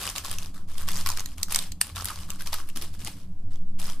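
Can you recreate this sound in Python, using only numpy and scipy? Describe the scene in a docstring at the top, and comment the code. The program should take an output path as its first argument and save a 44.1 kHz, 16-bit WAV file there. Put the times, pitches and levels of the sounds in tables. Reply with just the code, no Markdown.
"""In a quiet room, hands peel a plastic wrapper off close to a stereo microphone.
The film buckles in short snaps, made of noise bursts, over a rustle of tiny creases and stick-slip ticks.
Cupped parts pop near 1 kHz as dying tones, and the loose wrapper bumps softly, with a short room tail.
A low machine hum of coloured noise wavers, and the air throbs slowly below hearing as swelling sines."""
import sys
import numpy as np
from scipy import signal
from scipy.fft import rfft, irfft
from scipy.io import wavfile
from scipy.ndimage import uniform_filter1d

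SR = 44100
rng = np.random.default_rng(int(sys.argv[2]) if len(sys.argv) > 2 else 0)


def makeup_ratio(level_db):
    """Linear amplitude ratio for a level in decibels (20 dB per factor of ten)."""
    decades = np.asarray(level_db, float) / 20
    return 10 ** decades


def log_audio(samples):
    """Write samples as a 16-bit WAV file to the path given in sys.argv[1]."""
    # one column per channel
    frames = np.atleast_2d(samples).T
    # limit to full scale, then quantise
    limited = np.clip(frames, -1, 1)
    pcm = np.round(limited * 32767).astype(np.int16)
    wavfile.write(sys.argv[1], SR, pcm)


N = 176400

CRACK_T60_S = 0.006  # shared by the snaps and the slip ticks


def evened(x):
    """Scales to rms 1."""
    return x / np.sqrt(np.mean(x ** 2) + 1e-20)


def read(points, hz):
    """Reads a spectrum table on a log-frequency axis."""
    f, value = np.transpose(points)
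    return np.interp(np.log(hz + 1), np.log(f + 1), value)


def colour(x, points):
    """Filters by a spectrum table of gains in dB, leaving the phase alone."""
    gain = makeup_ratio(read(points, np.fft.rfftfreq(x.shape[-1], 1 / SR)))
    return irfft(rfft(x) * gain, x.shape[-1])


def ring(x, hz, q):
    """A resonance with gain 1 at its centre; a higher q rings longer."""
    return signal.lfilter(*signal.iirpeak(min(hz, 15000.), q, SR), x)


def pair(a, b):
    """Two microphone ports: alike in the bass, looser in the treble."""
    # side signal relative to mid: frequency_hz, side_db
    side_points = [(60, -31.5), (125, -47), (250, -24.5), (1500, -9.5), (4000, -3), (12000, -1)]
    ratio = makeup_ratio(read(side_points, np.fft.rfftfreq(a.shape[-1], 1 / SR)))
    norm = np.sqrt(1 + ratio ** 2)
    mid = rfft(a) / norm
    side = rfft(b) * ratio / norm
    return irfft(np.array([mid + side, mid - side]), a.shape[-1])


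def bursts(t60_s, count):
    """Short noise bursts that rise almost at once and die away exponentially."""
    rise_s = 0.0006
    t = np.arange(2048) / SR
    envelope = np.minimum(t / rise_s, 1) * makeup_ratio(-60 * t / t60_s)
    return rng.standard_normal((count, 2048)) * envelope


def tint(raw, hz):
    """A buckle's colour: one bright band and four small panels of film ringing at chance pitches."""
    bright_q, panel_q, ring_db = 6, 16, 6
    panels = sum(ring(raw, f, panel_q) for f in 1500 * 8 ** rng.random(4))  # 1.5 to 12 kHz
    return 0.97 * raw + makeup_ratio(ring_db) * (ring(raw, hz, bright_q) + panels)


def throb():
    """A slow pressure swing: sines of a few hertz, each swelling and fading once."""
    # swells: middle_s, length_s, level_db (rms at the middle), rate_hz
    swells = [(0.377, 0.37, -26.5, 8.3), (.93, 1.2, -21.5, 6.6), (1.556, 0.64, -28, 7.9),
              (2.629, 1.38, -25.5, 6.8), (3.689, 1.28, -19.5, 6.7)]
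    t = np.arange(N) / SR
    total = np.zeros(N)
    for middle_s, length_s, db, hz in swells:
        swell = np.cos(np.pi * np.clip((t - middle_s) / length_s, -.5, .5)) ** 2
        total -= np.sqrt(2) * makeup_ratio(db) * swell * np.cos(2 * np.pi * hz * (t - middle_s))
    return total


def hum():
    """Machine hum: low coloured noise that swells in patches of time and pitch, over a faint hiss."""
    hum_db, patchy_db, hiss_db = -42, 2.5, -80
    # relative spectrum of the hum: frequency_hz, gain_db
    hum_points = [(14, -5), (48, -4), (62, -9.5), (84, 2.5), (112, -14.5), (135, -19.5), (178, -5.5),
                  (225, -23), (280, -18), (400, -34), (750, -36), (2500, -57.5)]
    noise = colour(rng.standard_normal((2, N)), hum_points)
    hz, t, z = signal.stft(noise, SR, nperseg=4096, noverlap=3072)
    patches = rng.standard_normal(z.shape[1:])
    patches = uniform_filter1d(patches, size=5, axis=0)  # across frequency
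    patches = uniform_filter1d(patches, size=7, axis=1)  # across time
    z = z * makeup_ratio(patchy_db * evened(patches))
    low = signal.istft(z, SR, nperseg=4096, noverlap=3072)[1][:, :N]
    hiss = pair(*rng.standard_normal((2, N)))
    return makeup_ratio(hum_db) * evened(pair(*low)) + makeup_ratio(hiss_db) * hiss


def room(x):
    """A short decaying noise tail after a 4 ms gap, another for each port."""
    t60_s = 0.2
    t = np.arange(SR // 2) / SR
    tail = rng.standard_normal((2, len(t))) * makeup_ratio(-60 * t / t60_s) * (t > .004)
    return signal.fftconvolve(x, tail / np.linalg.norm(tail[0]), axes=1)[:, :N]


def knocks(table, rise_s, t60_s):
    """Dying tones with a soft start, each with a weaker close neighbour above it."""
    out = np.zeros(N)
    for start_s, db, hz in table:
        t = np.maximum(np.arange(N) / SR - start_s, 0)
        neighbour_hz = hz * rng.uniform(1.15, 1.4)
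        tone = np.sin(2 * np.pi * hz * t) + .5 * np.sin(2 * np.pi * neighbour_hz * t)
        out += makeup_ratio(db - 60 * t / t60_s) * np.minimum(t / rise_s, 1) * tone
    return out


def bumps():
    """The loose wrapper bumps the pile softly: low tones with a slow start."""
    # bumps: start_s, level_db (main tone before its rise and decay), pitch_hz
    bump_table = [(2.758, -35, 247), (2.82, -42, 344), (3.025, -34, 164), (3.07, -43, 313)]
    return knocks(bump_table, rise_s=0.007, t60_s=0.12)


def pops():
    """The cupped film pops in or out with a short tone."""
    # pops: start_s, level_db (main tone before its rise and decay), pitch_hz
    pop_table = [(0.249, -29, 1077), (0.885, -29.5, 1140), (1.061, -22.5, 1110), (1.071, -27.5, 1100),
                 (1.089, -28, 1150), (1.1, -24.5, 1006), (1.562, -32, 1070), (1.967, -28.5, 1350),
                 (1.981, -26.5, 1160), (1.999, -30.5, 1320), (2.101, -24, 1250), (2.113, -29.5, 1093),
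                 (2.406, -32.5, 1540), (2.419, -38, 1650), (2.53, -25, 960), (2.542, -27.5, 1267),
                 (3.079, -32.5, 848)]
    return knocks(pop_table, rise_s=0.0013, t60_s=0.029)


def strokes():
    """Gains of creases, hollow and slips: each stroke grips quickly, holds, and lets go; slips stop first."""
    grip_s, rest_db, slip_db = 0.011, -69.5, 0  # slip_db is relative to the creases
    fade_db_per_s = np.array([[213], [213], [900]])  # creases, hollow, slips
    # finger strokes over the film: start_s, length_s, rustle_db, hollow_db (relative to the rustle)
    stroke_table = [(-.01, 0.11, -33.5, -17.5), (0.147, 0.037, -34.5, -18.5), (0.232, 0.11, -38, -19),
                    (0.386, 0.073, -45, -15.5), (0.533, 0.043, -49.5, -7), (0.675, 0.15, -49.5, -15),
                    (0.766, 0.063, -42, -12), (0.869, 0.14, -36, -20), (1.047, 0.087, -38.5, -13),
                    (1.155, 0.051, -39, -14), (1.267, 0.062, -51, -34), (1.371, 0.043, -47, -9),
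                    (1.473, 0.033, -44, -12), (1.498, 0.089, -34.5, -44), (1.605, 0.031, -37.5, -43),
                    (1.803, 0.1, -45.5, -17), (1.949, 0.036, -36.5, -15), (1.989, 0.036, -40, -16),
                    (2.055, 0.057, -36.5, -14.5), (2.136, 0.1, -45, -16), (2.274, 0.081, -48, -10.5),
                    (2.385, .035, -43.5, -23), (2.456, 0.019, -37, -13), (2.52, 0.019, -32, -37),
                    (2.57, 0.027, -43, -4.5), (2.667, 0.028, -50, -18), (2.753, 0.0095, -34.5, -27),
                    (2.808, 0.014, -35.5, -31), (2.924, 0.022, -48, -38), (2.986, 0.046, -46, -46),
                    (3.054, 0.022, -35.5, -40), (3.156, 0.073, -55.5, -23), (3.504, 0.054, -56.5, -19.5),
                    (3.784, 0.082, -39.5, -50), (3.864, 0.064, -43, -11.5)]
    t = np.arange(N) / SR
    power = np.zeros((3, N))
    power[0] = makeup_ratio(rest_db) ** 2  # creases never quite cease
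    for start_s, length_s, db, hollow_db in stroke_table:
        grip = np.clip((t - start_s) / grip_s, 0, 1)
        after_s = np.maximum(t - start_s - length_s, 0)
        shape = grip * makeup_ratio(db - fade_db_per_s * after_s)
        power += (shape * makeup_ratio([[0], [hollow_db], [slip_db]])) ** 2
    return np.sqrt(power)


def scatter(happens, spread_db, t60_s):
    """Creases of unequal size where happens is true, each given one of 24 tinted bursts."""
    size = makeup_ratio(spread_db * np.minimum(rng.exponential(1, N), 3)) * happens
    kind = rng.integers(0, 24, N)
    out = np.zeros((2, N))
    for k, hz in enumerate(np.linspace(2000, 13000, num=24)):
        hits = (size * (kind == k))[None]
        out += signal.oaconvolve(hits, tint(bursts(t60_s, count=2), hz), axes=1)[:, :N]
    return evened(out)


def rustle():
    """Dense creases, and the film sticking and slipping at an uneven beat; both excite the hollow."""
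    creases_per_s, slips_per_s, hollow_hz = 1800, 90, 1170
    # relative spectrum of the film: frequency_hz, gain_db
    film_points = [(240, -17), (400, -5), (1130, -2), (1600, -8.5), (3300, -6.5), (6070, -8),
                   (14500, -12.5)]
    gaps = SR / slips_per_s * rng.uniform(.5, 1.5, 1000)  # in samples
    slips = np.zeros(N + 1, bool)
    slips[np.minimum(np.cumsum(gaps).astype(int), N)] = True
    creases = scatter(rng.random(N) < creases_per_s / SR, spread_db=3.5, t60_s=0.075)
    ticks = scatter(slips[:N], spread_db=3, t60_s=CRACK_T60_S)
    film, cupped, slipping = strokes()
    hollow = ring(creases + ticks, hollow_hz, hollow_hz / 1000)  # 1000 Hz wide
    hollow = evened(ring(hollow, hollow_hz, hollow_hz / 450))  # 450 Hz wide
    skin = evened(colour(creases, film_points)) * film
    skin = skin + evened(colour(ticks, film_points)) * slipping
    return pair(*(skin / np.sqrt(2) + hollow * cupped))


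def snaps():
    """Each buckle: a brief creak as the film strains before it gives, a coloured crack, a shiver of film."""
    creak_s, creak_db = 0.0015, -16.5
    shiver_t60_s, shiver_db = 0.04, -19
    peak_to_rms_db = -22
    # single buckles of the film: start_s, level_db (nominal peak), bright_hz
    snap_table = [(0.0985, -20.5, 6540), (0.1609, -17.5, 4580), (0.1815, -15, 3520), (0.248, -23, 6170),
                  (0.3137, -16, 9340), (0.385, -18.5, 6230), (0.7819, -23, 3230), (0.887, -14, 4940),
                  (0.971, -21, 6750), (1.062, -12.5, 4020), (1.0716, -13.5, 2340), (1.0894, -12.5, 5840),
                  (1.1015, -15, 5770), (1.1166, -20.5, 2380), (1.1734, -18, 5270), (1.1952, -18, 4530),
                  (1.259, -19.5, 4060), (1.3818, -27.5, 8650), (1.4309, -7.5, 6040), (1.51, -23.5, 9600),
                  (1.5244, -13.5, 9500), (1.5467, -7.5, 4820), (1.5598, -5, 6360), (1.589, -10.5, 3720),
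                  (1.72, -22, 4360), (1.8135, -2, 8600), (1.9598, -22, 3970), (2.0453, -16.5, 12100),
                  (2.0555, -13.5, 10900), (2.0857, -19.5, 4400), (2.3036, -16.5, 7740),
                  (2.4083, -26.5, 2820), (2.4203, -25, 10900), (2.462, -29, 4530), (2.4722, -20.5, 4370),
                  (2.5308, -17.5, 3840), (2.5409, -15, 3800), (2.6888, -28.5, 2900), (2.6996, -30, 2820),
                  (2.772, -20.5, 9530), (2.822, -21, 11000), (3.0481, -21, 8900)]
    out = np.zeros((2, N + 4096))
    t = np.arange(-400, 0) / SR  # time before the crack
    for start_s, db, hz in snap_table:
        burst = bursts(CRACK_T60_S, count=2) + makeup_ratio(shiver_db) * bursts(shiver_t60_s, count=2)
        creak = makeup_ratio(creak_db) * np.exp(t / creak_s) * rng.standard_normal((2, len(t)))
        raw = np.hstack([creak, burst])
        thinned = signal.lfilter(*signal.butter(1, 1500, "high", fs=SR), raw)
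        crack = pair(*tint(thinned, hz))
        at = round(start_s * SR) - len(t)
        out[:, at:at + crack.shape[1]] += makeup_ratio(db + peak_to_rms_db) * evened(crack)
    return out[:, :N]


def scene():
    """Snaps, pops and bumps with their room tail, over rustle, hum and throb."""
    room_db = -15
    near = snaps() + pops() + bumps()
    echo = makeup_ratio(room_db) * pair(*room(near))
    return near + echo + rustle() + hum() + throb()


def low_pass(x):
    """Removes everything above the highest recorded frequency."""
    return signal.sosfilt(signal.butter(12, 16500, fs=SR, output="sos"), x)


def record(dry):
    """The microphone chain rolls off the extreme treble."""
    # treble edge of the microphone chain: frequency_hz, gain_db
    treble_edge = [(14900, 0), (15300, -26), (16500, -36)]
    mix = colour(dry, treble_edge)
    return low_pass(mix)


dry = scene()
out = record(dry)
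log_audio(out)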